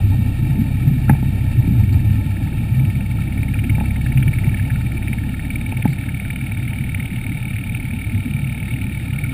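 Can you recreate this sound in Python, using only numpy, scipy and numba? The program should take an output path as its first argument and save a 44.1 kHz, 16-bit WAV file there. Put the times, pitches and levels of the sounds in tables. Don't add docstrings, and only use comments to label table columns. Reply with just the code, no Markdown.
import sys
import numpy as np
from scipy import signal
from scipy.io import wavfile
from scipy.ndimage import uniform_filter1d
from numba import njit

SR = 44100
rng = np.random.default_rng(int(sys.argv[2]) if len(sys.argv) > 2 else 0)


def unload_wav(signal):
    wavfile.write(
        sys.argv[1],
        SR,
        np.round(np.clip(np.atleast_2d(signal).T, -1, 1) * 32767).astype(np.int16),
    )


def natural_amplitude(level_db):
    exponent = np.asarray(level_db, float) / 20
    return 10 ** exponent


N = 411453

# (pitch [Hz], width [Hz], level [dB])
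DEEP_MODES = [(1393, 175, 10.2), (1705, 137, 4.3)]
MID_MODES = [(2276, 140, 7), (2468, 760, -4), (2865, 103, 1.5), (3300, 720, -11)]


def rms_one(x):
    return x / np.sqrt(np.mean(x ** 2) + 1e-20)


def in_time(rows):
    s, *columns = np.transpose(rows)
    return [np.interp(np.arange(N) / SR, s, c) for c in columns]


def drift(rate):
    r = np.exp(-80 * np.pi * rate / SR)
    slow = signal.lfilter([1], [1, -2 * r, r * r], rng.standard_normal(N // 40 + 2002))[2000:]
    return np.interp(np.arange(N) / 40, np.arange(len(slow)), rms_one(slow))


def flutter(rate):
    quick = drift(rate)
    return rms_one(quick - uniform_filter1d(quick, SR // 5))


def band(x, low_hz, high_hz, order=2):
    return signal.sosfilt(signal.butter(order, [low_hz, high_hz], "band", fs=SR, output="sos"), x)


def low_pass(x, hz, order):
    return signal.sosfilt(signal.butter(order, hz, fs=SR, output="sos"), x)


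def resonate(x, modes, filled=False):
    out = np.zeros(N)
    for k, (hz, width_hz, db) in enumerate(modes):
        r = np.exp(-np.pi * width_hz / SR)
        sign = (-1) ** (k * filled)
        top = (1 - r * r) / 2 * np.array([1, 0, -1]) * sign
        out += natural_amplitude(db) * signal.lfilter(top, [1, -2 * r * np.cos(2 * np.pi * hz / SR), r * r], x + 1e-18)
    return out


@njit
def add(out, at, hz, size, cycles, rise, rate):
    for i in range(len(at)):
        phase, span = 0.0, cycles * rate / hz[i]
        for n in range(min(int(5 * span), len(out) - at[i])):
            phase += 2 * np.pi * hz[i] * (1 + rise * n / span) / rate
            swelling = (1 - np.exp(-n * hz[i] / rate)) ** 2
            out[at[i] + n] += size[i] * np.sin(phase) * np.exp(-n / span) * swelling


def bubbles(per_s, centre_hz, octaves, cycles, rise, even, window_s):
    draws = rng.random((int(per_s * N / SR), 2))
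    at = (draws[:, 0] * N).astype(np.int64)
    chance = rng.standard_normal((len(at), 2))
    hz = centre_hz[at] * 2 ** (octaves * chance[:, 0])
    out = np.zeros(N)
    add(out, at, hz, natural_amplitude(2.8 * chance[:, 1]), cycles, rise, float(SR))
    window = int(window_s * SR)
    power = uniform_filter1d(uniform_filter1d(out ** 2, window), window) + 1e-9
    return rms_one(out / power ** (even / 2))


def closeness():
    # (time [s], level [dB])
    near = [(0, -23), (2.0, -24.5), (3.2, -26.5), (4.4, -23), (5.2, -27.5), (5.8, -29), (6.2, -32),
            (7.6, -33.5), (9.33, -31)]
    return in_time(near)[0] + 24


def hum():
    # (multiple [-], level over the second order [dB], extra share of closeness [-])
    hum_orders = [(1, -7.5, 0.42), (2, 0.5, 0.028), (3, -0.5, -0.062), (4, -5, -0.29), (5, -9, -.3),
                  (6, -12, -0.58), (7, -19, -0.75)]
    hum_hz = 32.79
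    turn = 2 * np.pi * hum_hz * np.arange(N) / SR + .12 * drift(.4)
    close = closeness()
    out = np.zeros(N)
    for k, db, share in hum_orders:
        level_db = close - 24 + db + share * close
        waver_db = 0.72 * drift(1.5) + 1.04 * drift(0.88)
        out += natural_amplitude(level_db + waver_db) * np.sin(k * turn + 6 * rng.random())
    return np.sqrt(2) * out


def swell(s, length_s):
    return 2 ** -((np.arange(N) / SR - s) / (.5 * length_s)) ** 2


def flow():
    # (middle [s], peak [dB], pitch [Hz], length [s])
    gulps = [(0.06, -13.6, 106, 0.16), (0.452, -11, 116.5, 0.073), (0.915, -11.6, 129, 0.1),
             (1.121, -9, 129, 0.037), (1.798, -12.0, 98.5, 0.35), (2, -14, 106, 0.24),
             (2.41, -13, 118.6, 0.057), (2.617, -14.5, 121, 0.044), (2.823, -12.5, 113, 0.11),
             (3.38, -17.1, 121, 0.035), (3.678, -9.5, 117, 0.11), (3.845, -12, 108.8, 0.045),
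             (4.255, -12.5, 107, 0.15), (4.47, -13, 112, 0.086), (5.7, -19, 127, 0.031),
             (5.878, -12.5, 140, 0.061), (6.827, -24.5, 105.7, 0.27), (7.068, -24, 118, 0.14),
             (7.353, -22, 120, 0.11), (7.815, -23.5, 114.5, 0.26), (7.97, -22.5, 99.6, 0.22),
             (8.16, -21.4, 119, 0.061), (8.367, -19.8, 122, 0.14), (8.812, -18.5, 123.7, 0.14),
             (9.253, -20.5, 120.4, 0.14)]
    # (middle [s], peak [dB])
    splutters = [(.22, -30), (.46, -29), (.6, -19), (.92, -23.5), (1.7, -18.5), (2.18, -25), (3.85, -24),
                 (4.2, -37), (5.25, -27), (7.3, -27), (8.14, -28.5), (8.27, -25.5)]
    stream_hz, splutter_s = 117, 0.056
    stream_db = -21 + 0.81 * closeness()
    power = natural_amplitude(2 * stream_db)
    pitch = power * stream_hz
    for s, db, hz, length_s in gulps:
        gulp = natural_amplitude(2 * (db - 3.2)) * swell(s, length_s)
        power, pitch = power + gulp, pitch + gulp * hz
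    large_db = 10 * np.log10(power)
    fizz_db = -28.5 + 0.34 * closeness() + 0.32 * (large_db - stream_db)
    fizz = natural_amplitude(2 * fizz_db)
    for s, db in splutters:
        fizz = fizz + natural_amplitude(2 * db) * swell(s, splutter_s)
    return large_db, pitch / power, 10 * np.log10(fizz)


def air():
    # (pitch [Hz], width [Hz], level [dB])
    housing_low_modes = [(94.8, 20, 3), (128.6, 22, -0.5)]
    large_db, large_hz, small_db = flow()
    large = bubbles(60, 0.973 * large_hz, octaves=0.15, cycles=1.69, rise=0.056, even=0.34, window_s=0.034)
    large = rms_one(large + resonate(large, housing_low_modes))
    small_hz = 220.7 * natural_amplitude(0.061 * closeness())
    small = bubbles(160, small_hz, octaves=0.34, cycles=2.7, rise=0.077, even=0.34, window_s=0.033)
    gurgle = natural_amplitude(large_db + 0.7) * band(large, 64.4, 195) + natural_amplitude(small_db + 0.68) * small
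    rumble = natural_amplitude(-39.5 + 0.24 * (large_db + 42)) * rms_one(band(rng.standard_normal(N), 18, 59))
    seethe = natural_amplitude(-45 + .5 * (small_db + 27.5)) * rms_one(band(rng.standard_normal(N), 195, 356))
    return low_pass(gurgle, 305, order=6) + rumble + seethe


def hiss():
    # (pitch [Hz], width [Hz], level [dB])
    low_modes = [(496, 720, -3), (887, 56, 6.5)]
    water_modes = [(1324, 42, 4), (1840, 87, 7.5), (2355, 187, 6), (2660, 53, 7), (3060, 69, -29),
                   (3715, 153, -3), (4310, 90, -5), (4600, 43, -35), (4890, 100, -29), (6480, 300, -8)]
    high_modes = [(3705, 95, 11), (3800, 98, -2), (4240, 33, 1), (4610, 150, -24), (4950, 130, -38)]
    # (middle [s], half length [s], level [dB])
    puffs = [
        (1.93, 0.0044, -43),
        (7.855, .004, -58),
        (5.905, 0.033, -49.5),
    ]
    t = np.arange(N) / SR
    crackle = (rng.random((3, N)) < 40 / SR) * rng.standard_normal((3, N)) * 2.25
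    noise = rng.standard_normal((3, N)) + crackle

    low_db = -44 + 0.37 * closeness()
    low = band(resonate(noise[0], low_modes, filled=True), 253, 1040, order=3)
    low = natural_amplitude(low_db + 1.9 * flutter(12.4)) * rms_one(low)

    water_db = -42 + 0.44 * closeness()
    water = natural_amplitude(water_db + 1.52 * flutter(35)) * rms_one(resonate(noise[1], water_modes))
    gush = rms_one(band(noise[0], 4000, 4700))
    for s, length_s, db in puffs:
        water += natural_amplitude(db) * np.exp(-((t - s) / length_s) ** 4) * gush
    water += natural_amplitude(water_db - 37.0) * rms_one(band(crackle[0], 3900, 5000))

    far_db, near_db, arrives_s, arrival_s = -45.5, -42, 4.6, 1.0
    whirr_db = far_db + (near_db - far_db) / (1 + np.exp((arrives_s - t) / arrival_s))
    whirr = resonate(noise[2], MID_MODES, filled=True) + natural_amplitude(-13.5) * resonate(noise[2], DEEP_MODES)
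    whirr += natural_amplitude(-9.0) * resonate(noise[2], high_modes)
    whirr = natural_amplitude(whirr_db + 1.3 * flutter(32)) * rms_one(whirr)
    return low + low_pass(water + whirr, 4800, order=2)


def strays():
    # (time [s], peak [dB], pitch [Hz])
    stray_bursts = [(1.08, -30, 1360), (3.185, -32, 1305), (3.553, -33, 1360), (4.755, -29, 1390),
                    (4.807, -34, 1420), (6.249, -31, 1460), (9.136, -40, 1380), (9.147, -36, 1350),
                    (9.162, -37, 1390), (9.178, -39, 1380), (9.248, -32, 1400), (9.262, -43, 1350),
                    (9.326, -33, 1290)]
    s, db, hz = np.transpose(stray_bursts)
    out = np.zeros(N)
    add(out, (s * SR).astype(np.int64), hz, natural_amplitude(db + 4.5), 7.0, .02, float(SR))
    return out


def knocks():
    # (time [s], ring [dB], thump [dB], bright scuff [dB])
    contacts = [(1.0937, -17, -38, -20), (1.0961, -10, 0, -25), (1.1009, -23, -39, -35),
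                (1.11, -23, -8, -42), (1.133, -26, -18, -39), (1.15, -27, -28, -50), (1.227, -28, -10, -53),
                (3.781, -22, -15, -42), (3.787, -28, -28, -50), (3.799, -37, -32, -38),
                (3.809, -19.5, -15, -45), (3.816, -26, -32, -50), (3.838, -27, -20, -51),
                (5.723, -23, -13.5, -50), (5.731, -30, -23, -44), (5.847, -36, -21, -33),
                (5.854, -13.5, -2, -46), (5.861, -24, -16, -46)]
    s, ring_db, thump_db, bright_db = np.transpose(contacts)
    ring, thump, bright = np.zeros((3, N))
    at = (s * SR).astype(int)
    ring[at], thump[at], bright[at] = natural_amplitude(ring_db), natural_amplitude(thump_db), natural_amplitude(bright_db)
    t = np.arange(2000) / SR
    tap = t / 0.00012 * np.exp(1 - t / 0.00011)
    scuff = rng.standard_normal(2000) * np.exp(-t / 0.0055)
    swing = np.sin(2 * np.pi * 215 * t) * t / 0.0035 * np.exp(1 - t / 0.0029)
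    ring_modes = [(853, 92, 21.0), (560, 520, 2.1)]
    bright_modes = [(1350, 91, 25.0), (1810, 290, 17.0), (2340, 160, 23.6)]
    ring = resonate(signal.fftconvolve(ring, tap)[:N], ring_modes, filled=True)
    bright = resonate(signal.fftconvolve(bright, scuff)[:N], bright_modes, filled=True)
    return band(ring + bright, 270, 2200, order=3) + signal.fftconvolve(thump, swing)[:N]


def propeller():
    # (time [s], first blade [dB], second blade under it [dB], deep share of first blade [dB])
    load = [(2.0, -39, -5, -1), (2.5, -35.5, -17, 8.5), (3.0, -31.5, -18, -11), (3.2, -34, -8, -1),
            (3.5, -26.5, -13, -9.5), (4.0, -29.5, -18, 6), (4.3, -24.5, -17, 5.5), (4.6, -28, 3.5, 4),
            (4.8, -32, -18, 8), (5.0, -26.5, -20, -5.5), (5.4, -32, -7, 12), (5.6, -25.5, -13, -19),
            (5.9, -28, -5.5, 1), (6.4, -27.5, -4.5, 2), (7.1, -27.5, -2, -4), (7.6, -27, -3.5, -28),
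            (8.2, -29.5, -0.5, -34), (9.33, -29, -3, -29)]
    # (time [s], lag [turns])
    lag = [(2.0, 0.495), (2.4, 0.445), (2.85, 0.458), (4.0, 0.308), (4.8, 0.261), (5.7, 0.24), (6.4, 0.275),
           (7.6, 0.282), (8.4, 0.362), (9.2, 0.277), (9.33, 0.26)]
    # (time [s], extra level [dB])
    bites = [(3.696, 3.5), (4.119, 0), (4.172, 3), (4.334, 0.5), (4.52, -3), (4.625, -5), (5.13, 4),
             (5.184, -1), (5.237, -4), (5.397, 2), (5.503, 5.5), (5.558, 4), (5.823, 5), (6.307, 4.5),
             (6.947, 6), (6.997, 4), (7.452, 6), (7.556, 4), (7.747, 3), (8.709, 4), (9.133, 3.5),
             (9.186, 3), (9.24, 6.5)]
    turns_per_s = 18.75
    first_db, under_db, deep_db = in_time(load)
    second_db = first_db + under_db
    half_turns = 2 * (turns_per_s * np.arange(N) / SR - in_time(lag)[0])
    passes = np.arange(0, int(half_turns[-1]) + 1)
    centre = np.searchsorted(half_turns, passes)[:, None]
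    first = (passes % 2 == 0)[:, None]
    luck = rng.standard_normal((len(passes), 4, 1))
    late, scatter, size = rng.standard_normal((3, len(passes), 18))

    delay_s = .0007 * luck[:, 0] + np.where(late < 0, .0019, .0029) * late - .0028
    at = np.clip(centre + SR * delay_s, 0, N - 1).astype(np.int64)
    spread = np.interp(deep_db[centre], [-25, -5], [.55, 1])
    hz = 2420 * 2 ** (.05 * luck[:, 2] + spread * (.07 * late + .14 * scatter - .11))
    nearing = np.clip(centre / SR / 0.45 - .2, .05, 1)
    level_db = np.where(first, first_db[centre], second_db[centre]) + 1.2 * luck[:, 1] + 2.5 * size
    depth_db = np.where(first, deep_db[centre], -12.0) + 2.2 * luck[:, 3]
    gain = natural_amplitude(level_db + np.where(hz < 1950, depth_db, 0)) * nearing
    cloud = np.zeros(N)
    add(cloud, at.ravel(), hz.ravel(), gain.ravel(), 2.2, .03, float(SR))
    rung = resonate(cloud, MID_MODES, filled=True) - natural_amplitude(-6.5) * resonate(cloud, DEEP_MODES)

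    turn = np.clip(np.round(half_turns), 0, len(passes) - 1).astype(int)
    chance = np.bincount(turn, rung ** 2) / np.mean(gain ** 2, axis=1)
    even = (np.median(chance) / chance) ** (0.6 / 2)
    for s, db in bites:
        even[turn[int(s * SR)]] *= natural_amplitude(db)
    return natural_amplitude(7.5) * rung * uniform_filter1d(even[turn], size=200)


def scene():
    # (pitch [Hz], width [Hz], level [dB])
    notches = [(990, 80, -9), (1120, 190, -10), (2010, 110, -10), (2870, 120, -4), (3830, 80, -6),
               (4130, 150, -3)]
    inside = hum() + air()
    shell = hiss() + strays() + knocks() + propeller()
    for hz, width_hz, db in notches:
        shell = shell - (1 - natural_amplitude(db)) * resonate(shell, [(hz, width_hz, 0)])
    opening = np.clip(np.arange(N) / (.003 * SR), 0, 1)
    return (opening * (inside + shell))[None, :]


def roll_off(x):
    return signal.sosfilt(signal.butter(12, 16270, fs=SR, output="sos"), x)


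def record(dry):
    hold_hz, work_hz = 12000, 48000
    smooth = signal.sosfilt(signal.cheby1(8, .1, 5620, fs=SR, output="sos"), np.clip(dry, -1, 1))
    fine = signal.resample_poly(smooth, work_hz, SR, axis=1)
    step = work_hz // hold_hz
    held = np.repeat(fine[:, step // 2::step], step, axis=1)
    back = signal.resample_poly(held, SR, work_hz, axis=1)
    back = np.pad(back, ((0, 0), (0, 16)))[:, :N]
    mix = signal.sosfilt(signal.ellip(12, .3, 60, 15280, fs=SR, output="sos"), back)
    return roll_off(mix)


dry = scene()
out = record(dry)
unload_wav(out)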